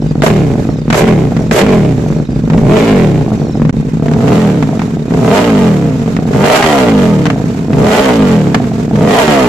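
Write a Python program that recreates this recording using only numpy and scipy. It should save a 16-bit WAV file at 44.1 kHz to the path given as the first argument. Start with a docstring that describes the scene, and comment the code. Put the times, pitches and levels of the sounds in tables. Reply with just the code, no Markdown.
"""A parked motorcycle thuds at a lumpy idle and is at once blipped, nine times in all, outdoors and close by.
Four unevenly spaced exhaust pulses a cycle excite resonances that boom in the pipe and bark in the
silencer, while the turbulent gas jet rasps as the throttle opens. The engine sinks back with afterfire
pops, faint gear whine and valve clatter. Midway the microphone moves from beside the silencer to above
it. The recorder squashes the peaks."""
import sys
import numpy as np
from scipy import signal
from scipy.fft import rfft, irfft, next_fast_len
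from scipy.io import wavfile
from scipy.ndimage import uniform_filter1d

SR = 44100
rng = np.random.default_rng(int(sys.argv[2]) if len(sys.argv) > 2 else 0)


def to_wav(s):
    """Save 16-bit WAV."""
    ch = np.atleast_2d(s).T  # columns
    pcm = np.round(np.clip(ch, -1, 1) * 32767)  # PCM
    wavfile.write(sys.argv[1], SR, pcm.astype(np.int16))


N = 418068
T = np.arange(N) / SR
MOVE_S = (4.3, 3.8)  # the microphone's change of position falls between these times


def undb(db):
    """Decibels to amplitude ratio."""
    return 10 ** (np.asarray(db) / 20)


def clicks(times, sizes):
    """Impulse train: linear interpolation shares each impulse between two neighbouring samples."""
    at = np.clip(times * SR, 0, N - 2)
    i = at.astype(int)
    return np.bincount(i, sizes * (1 - at + i), N) + np.bincount(i + 1, sizes * (at - i), N)


def butter(x, hz, kind, order=2):
    """Butterworth low-pass or high-pass."""
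    return signal.sosfilt(signal.butter(order, hz, kind, fs=SR, output="sos"), x + 1e-18)


def zero_phase_low(x, hz, order):
    """Low-pass run forward and backward, so that its phase shifts cancel."""
    return signal.sosfiltfilt(signal.butter(order, hz, fs=SR, output="sos"), x)


def ring(x, modes):
    """Modal superposition: a sum of resonances, each a frequency in Hz, bandwidth in Hz and gain in dB."""
    return sum(undb(db) * signal.lfilter(*signal.iirpeak(hz, hz / width, fs=SR), x + 1e-18)
               for hz, width, db in modes)


def fade(x, seconds):
    """Exponential decay: every impulse gains a tail with this time constant."""
    return signal.lfilter([1], [1, -np.exp(-1 / (seconds * SR))], x + 1e-18)


def steady(x, seconds=0.16):
    """Normalisation to a running rms of 1, slow enough to keep single beats."""
    size = int(seconds * SR)
    power = uniform_filter1d(uniform_filter1d(np.atleast_2d(x ** 2).mean(0), size), size // 2)
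    return x / np.sqrt(np.abs(power) + 1e-12)


def wander(hz):
    """Random fluctuation: low-passed noise with a standard deviation of 1."""
    slow = butter(rng.standard_normal(N // 16 + 2), 16 * hz, "low")
    return np.interp(np.arange(N) / 16, np.arange(len(slow)), slow / slow.std())


def scatter(x, t60, dull_hz):
    """Diffuse reflection: convolution with a decaying noise tail, different in each channel."""
    t = T[:SR]
    tail = butter(rng.standard_normal((2, SR)), dull_hz, "low", order=1)
    tail *= undb(-60 * t / t60) * (1 - np.exp(-t / (t60 / 20)))
    tail /= np.sqrt((tail ** 2).sum(1, keepdims=True) * SR / (np.pi * dull_hz))
    return signal.fftconvolve(np.atleast_2d(x), tail, axes=1)[:, :N]


def sway(x, sway_s=.0005, sway_hz=2.):
    """Varying path delay: reflections arrive earlier and later as the hand-held microphone moves."""
    return np.array([np.interp(T + sway_s * wander(sway_hz), T, channel) for channel in x])


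# Glides of the gear whine. Each row: start and end in seconds, first and last pitch in Hz, level in dB.
GEAR_GLIDES = [(0, .16, 5300, 4500, -52), (.68, .87, 5800, 4400, -51), (1.3, 1.5, 6600, 5100, -52),
               (2.02, 2.43, 6500, 4300, -51), (3.3, 3.66, 6400, 4700, -49.5)]
# Tones of the gear train. Each row: frequency ratio to the main whine, relative level in dB.
GEAR_TONES = [(1, 3), (.76, -1.5), (.58, -5), (1.17, -7)]

def gears(waver=.02, waver_hz=180, flutter_db=8, flutter_hz=32):
    """Mesh tones fall as the gears slow; the uneven crank modulates each into rough chirps."""
    hz, gain = np.zeros((2, N))
    for start, end, high_hz, low_hz, db in GEAR_GLIDES:
        on = (T >= start) & (T < end)
        progress = (T[on] - start) / (end - start)
        hz[on] = high_hz + (low_hz - high_hz) * progress
        gain[on] = undb(db) * np.sqrt(np.sin(np.pi * progress))
    whine = 0
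    for ratio, db in GEAR_TONES:
        phase = 2 * np.pi * np.cumsum(ratio * hz * (1 + waver * wander(waver_hz))) / SR
        contact = undb(db + flutter_db * np.clip(wander(flutter_hz), -2, 1))
        whine = whine + contact * np.sin([phase, phase + wander(flutter_hz)])
    return gain * whine


# Modes of the engine cases. Each row: frequency in Hz, bandwidth in Hz, gain in dB.
CASE_MODES = [(1560, 60, -1), (2080, 50, 0), (2480, 60, -1), (3000, 48, -1), (3700, 70, -3), (4400, 60, -4),
              (5700, 55, -5)]

def clatter(level_db=-47, uneven_db=6):
    """Impact excitation: each uneven knock of valves and chain rings the cases in its own mix of modes."""
    cycles = np.cumsum(engine()[0]) / SR
    at = np.arange(0, cycles[-1], 1 / 4)
    times = np.interp(at + rng.random(len(at)) / 4, cycles, T)
    count = len(CASE_MODES)
    strengths = undb(uneven_db * np.clip(rng.standard_normal((count, len(at))), -2, 2))
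    knocks = [ring(clicks(times, sizes), [mode]) for sizes, mode in zip(strengths, CASE_MODES)]
    stereo_mix = rng.standard_normal((2, count)) / 3 + np.array([np.ones(count), (-1) ** np.arange(count)])
    return undb(level_db) * steady(stereo_mix @ np.array(knocks))


def detuned(x, modes, depth=.035, drift_hz=9):
    """Sound speed depends on temperature: hot and cool slugs of gas make the resonances drift in pitch."""
    tune = 1 + depth * np.clip(wander(drift_hz), -2, 2)
    clock = np.cumsum(tune / tune.mean()) / SR
    return np.interp(clock, T, ring(np.interp(T, clock, x), modes))


# Full idle beats that stand out. Each row: time in seconds, relative boom in dB, relative honk in dB.
IDLE_THUMPS = [(0.023, -6, -22), (0.155, 1.5, -17), (0.555, -0.5, -12), (0.652, -1, -18), (0.69, 5, -9.5),
               (0.759, -8, -29), (1.32, -1, -10), (1.408, -3, -18), (2.062, -3.0, -13), (2.2, 2, -14),
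               (2.291, -3.0, -22), (2.331, -6, -25), (3.28, -2, -14), (3.318, 1.5, -8), (3.376, -7, -20),
               (3.417, 0, -12.5), (3.469, -4, -22), (3.496, -2, -23), (3.554, -1, -15), (3.741, -7, -27),
               (3.828, -8, -28), (3.971, -6, -24), (3.998, -1, -24), (4.024, 1.5, -16), (4.691, 1, -12),
               (4.731, -6.0, -13.5), (4.774, -2, -18.0), (4.879, -6, -21.0), (4.97, -3.0, -19),
               (5.081, -4.5, -26), (6.189, 5, -8.5), (6.21, -14, -26), (6.254, -2, -16), (7.36, -7, -14),
               (7.4, -1.5, -15), (7.441, 0, -17), (7.548, -7.0, -20), (7.654, -8, -35), (7.683, -2, -21),
               (7.705, 3.5, -12), (8.601, -2, -8), (8.717, -5.0, -14), (8.88, -2, -18), (8.911, -1, -10)]

def thumps(honk_db=2, soft_hz=480, honk_top_hz=750):
    """Impulse response to a full firing: a rounded boom in the pipe, a honk in chamber and silencer."""
    times, booms_db, honks_db = np.transpose(IDLE_THUMPS)
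    impulse = clicks(T[:1], np.ones(1))
    modes = CHAMBER_MODES + SILENCER_ABOVE_MODES[:2]
    pipe_ring = lambda x: butter(ring(x, FAST_PIPE_MODES[1:] + SLOW_PIPE_MODES[1:]), soft_hz, "low")
    honk_band = lambda x: butter(butter(x, honk_top_hz, "low", order=4), 300, "high")
    boom = pipe_ring(clicks(times, -undb(booms_db))) / np.abs(pipe_ring(impulse)).max()
    honk = honk_band(detuned(clicks(times, -undb(honks_db)), modes))
    return boom + undb(honk_db) * honk / np.abs(honk_band(ring(impulse, modes))).max()


# Afterfire and hard single firings. Each row: time in seconds, relative crack and thump levels in dB.
AFTERFIRE = [(0.2209, -4, 8.5), (0.2633, 0, 7), (0.88, -26, 5), (0.902, -2.5, 7.5), (0.927, -1, 8),
             (0.944, -5, -20), (1.0698, -14, 1), (1.366, -12, 4.5), (1.5111, -2, 6.5), (1.664, -10.5, 5),
             (2.103, -35, 3.5), (2.125, -26.5, -2), (2.477, -34, 0), (2.5005, -12.5, 5), (2.533, -13, 7),
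             (2.578, -13, 8), (3.245, -40, -8), (3.263, -33, -6), (3.305, -37, -1), (3.598, -26, 4),
             (3.619, -18, 10), (3.651, -17, 8.5), (3.694, -14.5, 5.5), (4.059, -19, -1), (4.083, -17, 3.5),
             (4.114, -18, -7), (4.136, -14.5, -1), (4.206, -20, -5), (4.28, -11, -1), (4.6257, -10, 5),
             (4.794, -14.5, 1.5), (4.8177, -15, -5), (5.108, -21, 3.5), (5.138, -17.5, -1), (6.06, -21, -1),
             (6.1653, -13, 2), (6.288, -24, -1), (6.31, -35, -12), (6.332, -13.5, 0), (6.625, -1, -5),
             (6.641, -2.5, 4), (7.2555, -5.5, 5), (7.266, -9, 0), (7.301, -7.5, -6), (7.7311, -13, 6),
             (8.545, 1, 3), (8.641, -19.5, -1), (8.9558, -12.5, 5), (9.279, -3, 7)]

def pops(crack_s=.0055, crack_db=-1, bark_db=2, thump_db=-1, crack_hz=3300, bite_db=-3):
    """Sudden combustion in the pipe: a crack of gas, a ring of chamber and silencer, and a low thump."""
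    times, cracks_db, thumps_db = np.transpose(AFTERFIRE)
    bangs = clicks(times, undb(cracks_db))
    impulse = clicks(T[:1], np.ones(1))
    gas = fade(bangs, crack_s) * jet_noise()
    bite = ring(gas, [(2100, 1400, -2)])  # broad resonance of the tailpipe mouth
    crack = butter(gas + undb(bite_db) * bite, crack_hz, "low", order=1)
    body = lambda x: butter(ring(x, CHAMBER_MODES + SILENCER_ABOVE_MODES), 960, "low")
    bark = body(-bangs) / np.abs(body(impulse)).max()
    thump = butter(ring(clicks(times, -undb(thumps_db)), SLOW_PIPE_MODES), 900, "low", order=3)
    thump /= np.abs(ring(impulse, SLOW_PIPE_MODES)).max()
    return undb(crack_db) * crack + undb(bark_db) * bark + undb(thump_db) * thump


# Throttle blips. Each row: opening and shutting in seconds, top speed in cycles per second, run-down
# rate per second, then trims in dB for bark while open, rasp while open and bark while coasting.
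BLIPS = [(.218, 0.31, 39.5, 2.36, 13.5, 14.5, -1.5), (.915, 1.03, 44.9, 2.34, 11, 14, -1.5),
         (1.508, 1.629, 52, 2.26, 10, 12.5, -2), (2.473, 2.83, 56.9, 2.08, 1, -3, -2.5),
         (3.989, 4.379, 43, 1.754, 1.5, -2.5, -3), (5.089, 5.419, 58.5, 1.56, 3.5, 0, -3.5),
         (6.265, 6.599, 81.4, 1.49, 3, 0, -3), (7.689, 8.0, 67.2, 1.56, 2.5, -1, -3.5),
         (8.901, 9.24, 76.2, 1.43, 2, -2, -2.5)]

def engine(idle_hz=11.2, climb_power=1.3, hang_s=.045, open_s=0.014, shut_s=0.039, shut_lag_s=0.002):
    """Rotational inertia: speed climbs under throttle, hangs, then decays exponentially towards idle."""
    speed, throttle, trim_db = np.full(N, idle_hz), np.zeros(N), np.zeros((3, N))
    for opens, shuts, top, fall, *trim in BLIPS:
        after = T >= opens
        t, start = T[after], np.interp(opens, T, speed)
        climb = start + (top - start) * ((t - opens) / (shuts - opens)) ** climb_power
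        free = top * np.exp(-fall * np.maximum(t - shuts - hang_s, 0))
        run_down = np.sqrt(np.hypot(free ** 2, idle_hz ** 2))
        speed[after] = np.where(t < shuts, climb, run_down)
        opening = np.clip((t - opens) / open_s, 0, 1)
        throttle[after] = opening * np.clip((shuts + shut_lag_s - t) / shut_s, 0, 1)
        trim_db[:, after] = np.array(trim)[:, None]
    return speed, throttle, trim_db


def by_speed(table, speed):
    """Linear interpolation of a table's columns at the engine's speed."""
    hz, *columns = np.transpose(table)
    return np.array([np.interp(speed, hz, column) for column in columns])


# Exhaust, throttle shut. Each row: speed in cycles per second, relative boom, bark and rasp in dB.
SHUT_LEVELS = [(11.6, -12.5, -33, -40.5), (15.6, -14.5, -29.5, -41), (20.7, -14, -26.5, -36),
               (31.4, -10.5, -23, -35.5), (45, -6, -13, -26), (51.7, -7, -15, -27.5),
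               (63.8, -10, -7, -20.5), (84.97, -13.5, -7.5, -19)]
# Exhaust, throttle open. Each row: speed in cycles per second, relative boom, bark and rasp in dB.
OPEN_LEVELS = [(12, -12.5, -23, -35.5), (20.8, -9, -23.5, -33.5), (38.5, -7.5, -14.5, -25),
               (51.3, -13, -13.5, -19), (68.4, -16.5, -8.5, -15), (85, -17, -22, -7)]

def effort(speed, throttle, trim_db, burble_hz=7, burble_db=3, above_rasp_db=0.5):
    """Source strength follows speed and load; coasting slowly, the bark fluctuates in a burble."""
    bark_db, rasp_db, coast_db = trim_db
    burble = burble_db * np.clip(wander(burble_hz), -2, 1) * np.clip((40 - speed) / 15, 0, 1)
    shut = by_speed(SHUT_LEVELS, speed) + np.outer([0, 1, 0], coast_db + burble)
    thinning_db = -0.62 * rasp_db  # a hard pull thins the bass
    wide = by_speed(OPEN_LEVELS, speed) + np.array([thinning_db, bark_db, rasp_db])
    boom, bark, rasp = (1 - throttle) * shut + throttle * wide
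    return undb(boom), undb(bark), undb(rasp + above_rasp_db * np.interp(T, MOVE_S, [0, 1]))


# Pulses of one four-stroke cycle. Each row: place as a fraction of the cycle, size in dB,
# size of the steep front in dB, lag of that front in seconds.
CYCLE_PULSES = [(0, -4, -7, .0007), (.24, -.5, .5, .0003), (.46, -4, -6, .0002), (.665, .5, .5, 0)]

def firings(speed, run_db=1.5, idle_db=1.0, load_db=0.7,
            run_jitter=0.004, idle_jitter=0.015, load_jitter=0.022):
    """Quasi-periodic excitation: pulses and their fronts scatter most at idle and under load."""
    cycles = np.cumsum(speed) / SR
    place, size_db, front_db, lag = np.tile(np.transpose(CYCLE_PULSES), int(cycles[-1]) + 1)
    at = np.arange(len(place)) // len(CYCLE_PULSES) + place
    time_draw, size_draw, front_draw = np.clip(rng.standard_normal((len(at), 3)).T, -2, 2)
    idle = np.interp(at, cycles, np.clip((34 - speed) / 8, 0, 1))
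    load = np.interp(at, cycles, np.clip(np.gradient(speed) * SR / 150, 0, 1))  # while speed climbs
    times = np.interp(at + time_draw * (run_jitter + idle * idle_jitter + load * load_jitter), cycles, T)
    size = undb(size_db + size_draw * (run_db + idle * idle_db + load * load_db)) * (at < cycles[-1])
    return clicks(times, -size), clicks(times + lag, -size * undb(front_db + front_draw))


# Weak or missed firings. Each row: centre in seconds, length in seconds, level change in dB.
MISFIRES = [(0.14, 0.038, -5.5), (.848, 0.11, -6.5), (1.501, 0.005, -11), (2.261, 0.057, -10.5),
            (5.055, 0.084, -3), (6.69, 0.06, 0), (8.85, 0.042, 0.5)]

def stumbles(pop_s=0.015, pop_db=-5, cut_after_s=0.034, cut_s=0.029, cut_db=-4, thump_s=0.025, thump_db=-6):
    """Amplitude modulation: dips at misfires, at pops and thumps, and just after the throttle shuts."""
    dips = list(MISFIRES) + [(s - pop_s / 4, pop_s, pop_db) for s, *_ in AFTERFIRE]
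    dips += [(shuts + cut_after_s, cut_s, cut_db) for _, shuts, *_ in BLIPS]
    dips += [(s, thump_s, thump_db) for s, *_ in IDLE_THUMPS]
    t = T[::40]
    gain_db = sum(db * np.exp(-(2 * (t - s) / length) ** 4) for s, length, db in dips)
    return undb(np.interp(T, t, gain_db))


# Spectrum of the gas jet at the outlet. Each row: frequency in Hz, relative spectral density in dB.
JET_SPECTRUM = [(300, -43), (900, 3.5), (2200, -4), (3200, -9), (5000, -11.5), (7400, -10.5), (9200, -23),
                (12500, -19.5), (15000, -49)]

def jet_colour(x):
    """Spectral shaping: gives a sound the colour of the gas jet, at rms 1."""
    hz, db = np.transpose(JET_SPECTRUM)
    size = next_fast_len(N)
    gain = undb(np.interp(np.log(np.fft.rfftfreq(size, 1 / SR) + 1), np.log(hz), db))
    shaped = irfft(rfft(x, size) * gain, size)[:, :N]
    return shaped / shaped.std()


def jet_noise(shared_power=0.14):
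    """Turbulence at the outlet radiates broadband noise, partly coherent between the channels."""
    return jet_colour(rng.standard_normal((2, N)) + np.sqrt(shared_power) * rng.standard_normal(N))


def snarl(fronts, t60=.026, low_hz=1400, high_hz=3400):
    """Nonlinear emphasis: the hardest fronts break into short, ragged bursts at the outlet."""
    burst = sway(scatter(-fronts * np.sqrt(np.abs(fronts)), t60, high_hz))
    return steady(butter(butter(burst, low_hz, "high"), high_hz, "low", order=3))


def gas_rasp(fronts, note, speed, level, gain_db=3.0, hiss=0.26, puff_s=0.03, surge=0.038, shock_db=-2,
             ragged_db=1.38, ragged_hz=45, treble_pivot_db=-29, treble_power=0.3):
    """Pulsed jet noise: each front throws out a puff of gas, and fast pulses steepen into shocks."""
    fast = np.clip((speed - 20) / 30, 0, 1)
    outflow = surge * fast * np.maximum(-steady(note), 0) ** 2  # gas tears out with each swing of the note
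    puffs = steady((steady(fade(-fronts, puff_s)) + hiss + outflow) * jet_noise())
    shocks = fast * steady(jet_colour(sway(scatter(fronts, t60=.04, dull_hz=18000))))
    ragged = undb(ragged_db * np.clip(wander(ragged_hz), -2, 2))  # the jet tears unevenly
    rasp = undb(gain_db) * ragged * level * steady(puffs + undb(shock_db) * shocks + fast * snarl(fronts))
    # the top treble of the hiss dulls in quiet moments and opens in loud ones
    dull = zero_phase_low(rasp, 8800, order=4)
    return dull + (rasp - dull) * (level / undb(treble_pivot_db)) ** treble_power


# Modes of the silencer chamber. Each row: frequency in Hz, bandwidth in Hz, gain in dB.
CHAMBER_MODES = [(404, 84, 6), (444, 29, 5)]

def chamber(x, beside_db=1.5):
    """Cavity resonance: the chamber honks, lower and broader beside the silencer than above it."""
    honk, above = detuned(x, CHAMBER_MODES), np.interp(T, MOVE_S, [0, 1])
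    from_beside = steady(butter(butter(honk, 335, "high", order=5), 350, "low", order=4))
    from_above = steady(butter(butter(honk, 444, "high", order=5), 372, "low", order=3))
    return (1 - above) * undb(beside_db) * from_beside + above * from_above


# Silencer modes heard from beside it. Each row: frequency in Hz, bandwidth in Hz, gain in dB.
SILENCER_BESIDE_MODES = [(592, 55, 11), (790, 90, -2), (1650, 260, -10), (2100, 260, -7)]
# Silencer modes heard from above it. Each row: frequency in Hz, bandwidth in Hz, gain in dB.
SILENCER_ABOVE_MODES = [(658, 79, 15), (734, 43, 11.5), (886, 86, 6), (1190, 130, -1), (1940, 140, -4.5)]

def silencer(fronts, speed, rounded_hz=640, echo_db=-5):
    """Resonance and reflection: fronts, rounder at idle, ring the silencer and bounce off road and bike."""
    above = np.interp(T, MOVE_S, [0, 1])
    bark = (1 - above) * detuned(fronts, SILENCER_BESIDE_MODES)
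    bark += above * detuned(fronts, SILENCER_ABOVE_MODES)
    bark = butter(butter(bark, 490, "high", order=3), 2600, "low")
    steep = np.clip((speed - 19) / 33, 0.04, 1)
    bark = steep * bark + (1 - steep) * zero_phase_low(bark, rounded_hz, order=2)
    return steady(bark + undb(echo_db) * sway(scatter(bark, t60=0.06, dull_hz=9000)))


# Pipe modes with little gas flowing. Each row: frequency in Hz, bandwidth in Hz, gain in dB.
SLOW_PIPE_MODES = [(56, 28, -15), (156, 24, 0), (222, 32, -2)]
# Pipe modes damped by a fast stream of gas. Each row: frequency in Hz, bandwidth in Hz, gain in dB.
FAST_PIPE_MODES = [(66, 34, -5), (152, 85, 7), (205, 36, 2.5), (258, 80, 5)]

def pipe(pulses, speed, soft_hz=280, hard_hz=305, bass_hz=128, beside_db=7, above_db=1):
    """Standing waves: broad pulses set the pipe booming at idle; at speed the flow damps its modes."""
    flow = np.clip((speed - 19) / 15, 0, 1)
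    slow = steady(butter(ring(pulses, SLOW_PIPE_MODES), soft_hz, "low", order=3))
    fast = steady(butter(ring(pulses, FAST_PIPE_MODES), hard_hz, "low", order=6))
    boom = steady(butter((1 - flow) * slow + flow * fast, 41.5, "high", order=3))
    bass_gain = undb(np.interp(T, MOVE_S, [beside_db, above_db]))  # more deep bass beside the silencer
    return boom + (bass_gain - 1) * zero_phase_low(boom, bass_hz, order=3)


def exhaust(honk_db=0.5, jet_pan_db=-2.5):
    """Source and filter: one pulse train drives the pipe, the chamber, the silencer and the gas jet."""
    speed, throttle, trim_db = engine()
    boom_level, bark_level, rasp_level = effort(speed, throttle, trim_db)
    pulses, fronts = firings(speed)
    boom = boom_level * pipe(pulses, speed)
    honk = undb(honk_db) * boom_level ** 0.51 * bark_level ** 0.58 * chamber(fronts + 0.0054 * pulses)
    note = boom + honk + bark_level * silencer(fronts, speed)
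    rasp = gas_rasp(fronts, note, speed, rasp_level)
    dips = stumbles()
    return note * dips + rasp * np.sqrt(dips) * undb(np.array([[jet_pan_db], [-jet_pan_db]]) / 2)


def scene(echo_db=-16.0):
    """Superposition: the bike's direct sound, weak reflections from its surroundings, and the gears."""
    bike = exhaust() + pops() + thumps() + clatter()
    return bike + undb(echo_db) * sway(scatter(bike, t60=0.18, dull_hz=5700)) + gears()


def record(dry, drive_db=1.5, balance_db=-1.33, knee=2.2, dropout_s=(3.709, 3.727), top_hz=13200):
    """Soft saturation rounds the peaks; the sound drops out for an instant, and the top is cut."""
    x = dry * undb(drive_db + np.array([[balance_db], [-balance_db]]) / 2)
    x = x / (1 + np.abs(x / 1.038) ** knee) ** (1 / knee)
    gap = uniform_filter1d(1. * ((T > dropout_s[0]) & (T < dropout_s[1])), size=60)
    return signal.sosfilt(signal.ellip(8, .2, 70, top_hz, fs=SR, output="sos"), x * (1 - .98 * gap))


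dry = scene()
out = record(dry)
to_wav(out)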